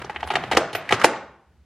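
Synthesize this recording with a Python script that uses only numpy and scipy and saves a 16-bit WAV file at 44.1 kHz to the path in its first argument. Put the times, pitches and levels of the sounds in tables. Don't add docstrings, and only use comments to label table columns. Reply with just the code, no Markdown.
import sys
import numpy as np
from scipy import signal
from scipy.fft import rfft, irfft, next_fast_len
from scipy.io import wavfile
from scipy.ndimage import map_coordinates

SR = 44100
rng = np.random.default_rng(int(sys.argv[2]) if len(sys.argv) > 2 else 0)


def transcribe(u):
    v = np.clip(np.atleast_2d(u).T, -1, 1)
    q = np.round(v * 32767).astype(np.int16)
    wavfile.write(sys.argv[1], SR, q)


N = 72765


def amp(db):
    return 10 ** (np.asarray(db) / 20)


def unit(x):
    return x / np.sqrt(np.mean(x ** 2) + 1e-20)


def along(points, hz):
    f, v = np.transpose(points)
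    return np.interp(np.log(hz + 1), np.log(f + 1), v)


def curve(rows):
    s, db = np.transpose(rows)
    times = [*s, s[-1] + .05]
    return amp(np.interp(np.arange(N) / SR, times, [*db, -120]))


def filtered(x, response):
    m = next_fast_len(x.shape[-1] + SR // 4)
    spectrum = rfft(x, m) * response(np.fft.rfftfreq(m, 1 / SR))
    return irfft(spectrum, m)[..., :x.shape[-1]]


def low_cut(x, corner_hz):
    return filtered(x, lambda hz: (1j * hz / (corner_hz + 1j * hz)) ** 2)


# f/Hz, left-right likeness (1 = identical)
LIKENESS = [(40, .94), (100, 1), (500, 1), (1500, 0.99), (3000, 0.9), (6000, .3), (12000, .05)]


def spread(pair):
    def mid_side_gains(hz):
        turn = np.arccos(np.clip(along(LIKENESS, hz), -1, 1)) / 2
        return np.array([np.cos(turn), np.sin(turn)])

    mid, side = filtered(pair, mid_side_gains)
    return np.array([mid + side, mid - side])


def hiss(spectrum):
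    shut = [(spectrum[0][0] / 2, -70), *spectrum]
    noise = rng.standard_normal((2, N))
    return unit(spread(filtered(noise, lambda hz: amp(along(shut, hz)))))


def ring(hz, db, t60, t):
    hz, db, t60 = np.array([hz, db, t60])[:, :, None]
    sign = (-1) ** np.arange(len(hz))[:, None]
    return np.sum(sign * amp(db - 60 * t / t60) * np.sin(2 * np.pi * hz * t), axis=0)


# t/s, level/dB
SLIDE_LEVEL = [(0.0, -41.5), (0.282, -46.5), (0.476, -39.5), (0.718, -56.5), (0.87, -41.5), (0.96, -36),
               (1.04, -34)]
# f/Hz, relative level/dB
SLIDE_COLOUR = [(88, -40), (150, -7.5), (505, -6), (687, -2), (991, -3), (1770, -5), (5510, -27.5),
                (11700, -38), (15000, -69)]
SLIDE_LIFT_DB, GRIT_DB = 0.5, 3.5


def slide():
    grit = map_coordinates(rng.standard_normal(400), [np.arange(N) * 200 / SR])
    return amp(SLIDE_LIFT_DB + GRIT_DB * grit) * curve(SLIDE_LEVEL) * hiss(SLIDE_COLOUR)


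# t/s, level/dB
RUMBLE_LEVEL = [(0.0, -43), (0.064, -46.5), (0.128, -57), (0.362, -40), (0.496, -41.5), (0.574, -35),
                (0.72, -51), (0.758, -37), (0.798, -48.5), (0.882, -55.5), (0.922, -29.5), (1.01, -48),
                (1.046, -37), (1.09, -47), (1.172, -50), (1.406, -67.5), (1.65, -63)]
# f/Hz, relative level/dB
RUMBLE_COLOUR = [(22, -9), (40, -13), (60, -17.5), (100, 0.4), (130, 1.5), (180, -2), (250, -8), (500, -54)]


def tray_rumble():
    return curve(RUMBLE_LEVEL) * hiss(RUMBLE_COLOUR)


# t/s, level/dB
HUM_LEVEL = [(0.0, -33.5), (0.032, -52), (0.16, -51), (0.202, -42.5), (0.234, -48.5), (0.266, -28),
             (0.298, -54), (0.458, -40), (0.472, -53), (0.578, -34.5), (0.62, -64), (0.844, -61),
             (0.914, -53), (1.158, -64), (1.216, -57), (1.442, -62), (1.498, -50), (1.65, -54)]
# f/Hz, relative level/dB
HUM_COLOUR = [(50, -24), (64, -11), (72, -2.5), (80, -19), (100, -28.5), (200, -71)]


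def hum():
    return curve(HUM_LEVEL) * hiss(HUM_COLOUR)


# f/Hz, relative level/dB
AIR_COLOUR = [(120, -26), (200, -11), (400, -16), (1000, -20.5), (2500, -26), (5000, -31.5), (12000, -41)]
AIR_DB = -69


def room_air():
    return amp(AIR_DB) * hiss([*AIR_COLOUR, (14000, -71.5)])


# t/s, level/dB, ten colour levels/dB at COLOUR_HZ,
# rise time constant/ms, ring length as a factor on the mode and crack decays (under 1 shorter, over 1 longer)
KNOCKS = [(0.045, -25, -20, 2.5, -22, -15.5, -8, -14, -30.5, -14.5, -16, -43.5, 1.1, .9),
          (0.096, -20.5, -32.5, -19, -16.5, -23, -2.5, -11, -7, -20, -33, -44, 0.83, 1.2),
          (0.16, -18, -43.5, -14, -30.5, -18, -10.5, -12.5, -6, -10, -46.5, -61, 1.6, 1.2),
          (0.205, -30.5, -24, -32.5, -5, -8, -12, -2, 0, -5.5, -17.5, -29.5, 2.2, .7),
          (0.229, -10, -42, -26, -19.5, -5, -1.5, -16.5, -14.5, -20, -38.5, -51, 2.1, .7),
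          (0.238, -18, -15, -11.5, -21.5, -19, -17.5, -36.5, -29, -14, -29, -49.5, 2.7, .9),
          (0.274, -19.5, -28.5, -19.5, -21.5, -17, -10.5, -12, -10.5, -21, -27, -34, 1.5, .9),
          (0.287, -29, -32.5, -34.5, -23, -14, -5.5, -20.5, -6.5, -3.5, -27, -42, 2.1, .9),
          (0.303, -8.5, -41, -28.5, -27.5, -4, -5.5, -15, -8.5, -15.5, -30.5, -50.5, 1.5, .9),
          (0.311, -6.5, -22, -8, -20.5, -15.5, -7.5, -8.5, -12.5, -13, -33, -43, 8, .9),
          (0.319, -21.5, -26.5, -20, -24.5, -17, -0.5, -13, -12, -16, -30.5, -42, 1.3, .9),
          (0.336, -9.5, -21.5, -11, -20.5, -6, -10.5, -13, -16.5, -16.5, -31, -41, 3.2, .9),
          (0.354, -3.5, -22.5, -15, -19.5, -13, -16.5, -9, -8.5, -13, -24.5, -39.5, 2.3, .9),
          (0.366, -12, -38, -28, -15.5, 5.5, -11, -6, -30.5, -30, -39, -46.5, 2, .9),
          (0.437, -13, -23.5, -16, -17, -17.5, -10, -21.5, -17, -21.5, -34.5, -54, 0.64, .9),
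          (0.5135, -7, -36, -14, -11, -14, -6, -15, -8, -14, -21.5, -34.5, 3.1, 1.1),
          (0.52, -4, -33, -33, -27.5, -9, -16, -9, -8, -17.5, -31.5, -42, 2.9, .9),
          (0.531, -9, -3, -11, -16, -5.5, -12.5, -19, -10.5, -16.5, -32.5, -38, 1.2, .9),
          (0.547, -17.5, -21.5, -4.5, -5, 2.5, -8, -6.5, -11.5, -14.5, -17.5, -33.5, 3.5, 1.1),
          (0.567, -12.5, -31.5, -17.5, -9, -15, -15.5, -7, -1, -4, -26.5, -33.5, 2, .9),
          (0.571, 2.5, -33, -6, -6.5, -2, -16.5, -6, -13, -20, -19, -35.5, 0.2, .7),
          (0.58, -5.5, -35, -24, -24.5, -8, -8.5, -22, -16.5, -23, -37.5, -46, 0.62, .8),
          (0.729, -21.5, -28.5, -7, -16, -18.5, -3.5, -11, -8, -7, -16.5, -26.5, 4.3, 1.1),
          (0.749, -3, -41, -13, -12, -4.5, -18.5, -12, -9, -16.5, -27, -40, 4.9, .9),
          (0.806, -26, -26.5, -29, -22, -1.5, -20, -23, -24, -25.5, -41, -49.5, 3.5, 1.3),
          (0.891, -18, -32.5, -30.5, -25.5, -24, -22.5, -14, 7, -10, -20, -30, 1.1, .7),
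          (0.908, -10, -28, -20.5, -23, -9.5, -1.5, -8.5, -3, -12.5, -20.5, -31, 6.5, 1.2),
          (0.9235, 2, -26, -10, -13.5, -9, -18, -9.5, -14.5, -15.5, -28, -39.5, 0.66, .7),
          (0.931, -9, -31, -22, -25, -9, -16, -6.5, -12, -17, -23, -36, 1.7, 1.1),
          (0.941, -13, -24, -21, -14, -16.5, -15.5, -5, -9.5, -15, -18, -33.5, 1.1, .9),
          (0.949, -17, -22.5, -24.5, -27, -18, -16, -13.5, -9, -16, -24.5, -38, .6, .6),
          (0.997, -18, -32.5, -27, -25.5, -20.5, -14, -8.5, -13, -27, -17.5, -40, 1.6, .9),
          (1.014, -27, -0.5, -14.5, -4.5, -6.5, -8, 10.5, 7, -2.5, -11.5, -20.5, 1.2, 1.2),
          (1.038, -15.5, -33, -23, -30.5, -10.5, -12.5, -10, -14.5, -11, -16, -21.5, 1, 1.1),
          (1.0435, 3.5, -18, -6, -5.5, -12, -7.5, -8.5, -8.5, -18, -20, -27.5, 0.39, .7),
          (1.0525, -6, -29, -20, -25, 0, -19, -23.5, -16.5, -17, -21.5, -27, 0.87, .9),
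          (1.16, -22.5, -25.5, -14, -33, -18, -26, -6, -14.5, -16, -29, -51, 2.4, .9)]
COLOUR_HZ = [190, 350, 530, 680, 830, 1300, 2000, 3200, 5500, 10000]
# f/Hz, level/dB, t60/s
BODY = [(230.8, -21.5, 0.0073), (314, 2.5, 0.019), (391.7, 7, 0.027), (497, 9, 0.02), (587, 3.5, 0.016),
        (707, -2, 0.048), (837.5, 6.5, 0.027), (960, -14, 0.0053), (1111, -1, 0.0073), (1211, 5, 0.02),
        (1372, 1, 0.016), (1667, -1, .022), (1926, -4.5, 0.04), (2190, 2, 0.016), (2520, -9.5, 0.026),
        (2767, -10, 0.054), (3030, 4, 0.021), (3740, -4, 0.03), (4263, -3.5, 0.03), (5060, -2, 0.015)]
SCATTER_DB, DETUNE = 1.5, .012
CRACK_DB, CRACK_T60 = 7, 0.042
CRACK_TILT_DB = 4.5
TREBLE_FALL_DB = -22.5
TRAY_DB = 40
BOTTLE_LOW_HZ = 110


def knocks():
    near, jolts = np.zeros(N + SR), np.zeros(N + SR)
    t = np.arange(SR // 10) / SR
    mode_hz, mode_db, t60 = np.transpose(BODY)
    impulse = np.arange(len(t)) == SR // 200
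    for s, db, *colour, rise_ms, ring_factor in KNOCKS:
        start = round(s * SR)
        rise = 1 - np.exp(-1000 * t / max(rise_ms, .1))
        points = [(60, colour[0] - 40), *zip(COLOUR_HZ, colour), (16000, colour[-1] + TREBLE_FALL_DB)]

        def tint(hz):
            return amp(along(points, hz)) * np.sqrt(1000 / (hz + 100))

        def crack_colour(hz):
            return amp(CRACK_DB + CRACK_TILT_DB * np.log2(1 + hz / 1000)) * tint(hz)

        louder, higher = rng.standard_normal((2, len(BODY)))
        pitch = mode_hz * (1 + DETUNE * higher)
        level = mode_db + along(points, pitch) + SCATTER_DB * louder
        body = rise * ring(pitch, level, ring_factor * t60, t)
        burst = rise * amp(-60 * t / (ring_factor * CRACK_T60)) * rng.standard_normal(len(t))
        crack = filtered(burst, crack_colour)
        near[start:][:len(t)] += amp(db) * (body + crack)
        jolts[start:][:len(t)] += amp(db + TRAY_DB) * filtered(impulse, tint)
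    return low_cut(near[:N], BOTTLE_LOW_HZ), jolts[:N]


# f/Hz, level under the mid/dB
CONTACT_SIDE = [(300, -25), (1000, -27), (3000, -11.5), (6000, -2.5), (12000, 3.5)]
SIDE_SMEAR_S, LEAN_DB = 0.0065, -0.5


def stereo(x):
    t, side, step = np.arange(SR // 50) / SR, np.zeros(N + SR), SR // 25
    for i in range(0, N, step):
        smear = rng.standard_normal(len(t)) * np.exp(-t / SIDE_SMEAR_S)
        part = signal.fftconvolve(x[i:i + step], smear / np.linalg.norm(smear))
        side[i:i + len(part)] += part
    side = filtered(side[:N], lambda hz: amp(along(CONTACT_SIDE, hz)))
    lean = lambda hz: amp(np.outer([1, -1], along([(1000, 0), (3000, LEAN_DB)], hz)))
    return filtered(np.array([x + side, x - side]), lean)


# f/Hz, t60/s
ROOM_T60 = [(100, 0.83), (300, 0.29), (800, 0.64), (2000, 0.53), (5000, 0.45), (8000, 0.35), (11000, 0.1)]
# f/Hz, level/dB
ROOM_COLOUR = [(100, -1.8), (300, -7.5), (800, -7), (2000, -7.5), (5000, -8.5), (10000, -3.5)]
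ROOM_DB, NEAR_IN_ROOM_DB = -6.5, -8


def room(x):
    out, step = np.zeros((2, N + 2 * SR)), SR // 6
    for i in range(0, N, step):
        hz, t, z = signal.stft(rng.standard_normal((2, SR)), SR, nperseg=256)
        t60 = along(ROOM_T60, hz)[:, None]
        z = z * amp(-60 * t / t60) * (1 - np.exp(-t / 0.0011))
        z = z * amp(along(ROOM_COLOUR, hz) + ROOM_DB)[:, None] / np.sqrt(t60)
        tail = spread(signal.istft(z, SR, nperseg=256)[1]) * np.sqrt(6 * np.log(10) / SR)
        wet = signal.fftconvolve(x[None, i:i + step], tail, axes=1)
        out[:, i:i + wet.shape[1]] += wet
    return out[:, :N]


# t/s, level/dB, then level/dB of each of the five GLASS modes under it
CLINKS = [(0.2708, -34, -17.5, -27, -14.5, -39, -37), (0.3052, -47, -5.5, -28.5, -20, -33, -30),
          (0.511, -32.5, -27.5, -21.5, -28.5, -32, -45), (0.5699, -25, -26.5, -29.5, -31.5, -31, -24),
          (0.7286, -35.5, -19.5, -25, -15, -50, -55), (0.749, -31, -24.5, -24, -13.5, -11.5, -84),
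          (1.042, -14, -29.5, -26, -27, -40, -31)]
# f/Hz, t60/s
GLASS = [(9275, .15), (10250, .1), (11060, .1), (12160, .14), (14830, .06)]
CLINK_RISE_S, SHIMMER_HZ = 0.0022, 30


def clinks():
    out, t = np.zeros(N + SR), np.arange(SR // 4) / SR
    hz, t60 = np.transpose(GLASS)
    for s, db, *levels in CLINKS:
        pair = sum(ring(hz + SHIMMER_HZ * rng.standard_normal(len(hz)), levels, t60, t) for _ in range(2))
        out[round(s * SR):][:len(t)] += amp(db) * (1 - np.exp(-t / CLINK_RISE_S)) * pair
    return out[:N]


def scene():
    near, jolts = knocks()
    glass = clinks()
    wet = room(jolts + amp(NEAR_IN_ROOM_DB) * near + glass)
    return stereo(near + glass) + wet + slide() + tray_rumble() + hum() + room_air()


MIC_LOW_HZ, TOP_HZ = 51.16, 15980
CEILING, KNEE = 1.0, 5


def record(dry):
    dry = low_cut(dry, MIC_LOW_HZ)
    clipped = dry / (1 + np.abs(dry / CEILING) ** KNEE) ** (1 / KNEE)
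    return filtered(clipped, lambda hz: hz < TOP_HZ)


dry = scene()
out = record(dry)
transcribe(out)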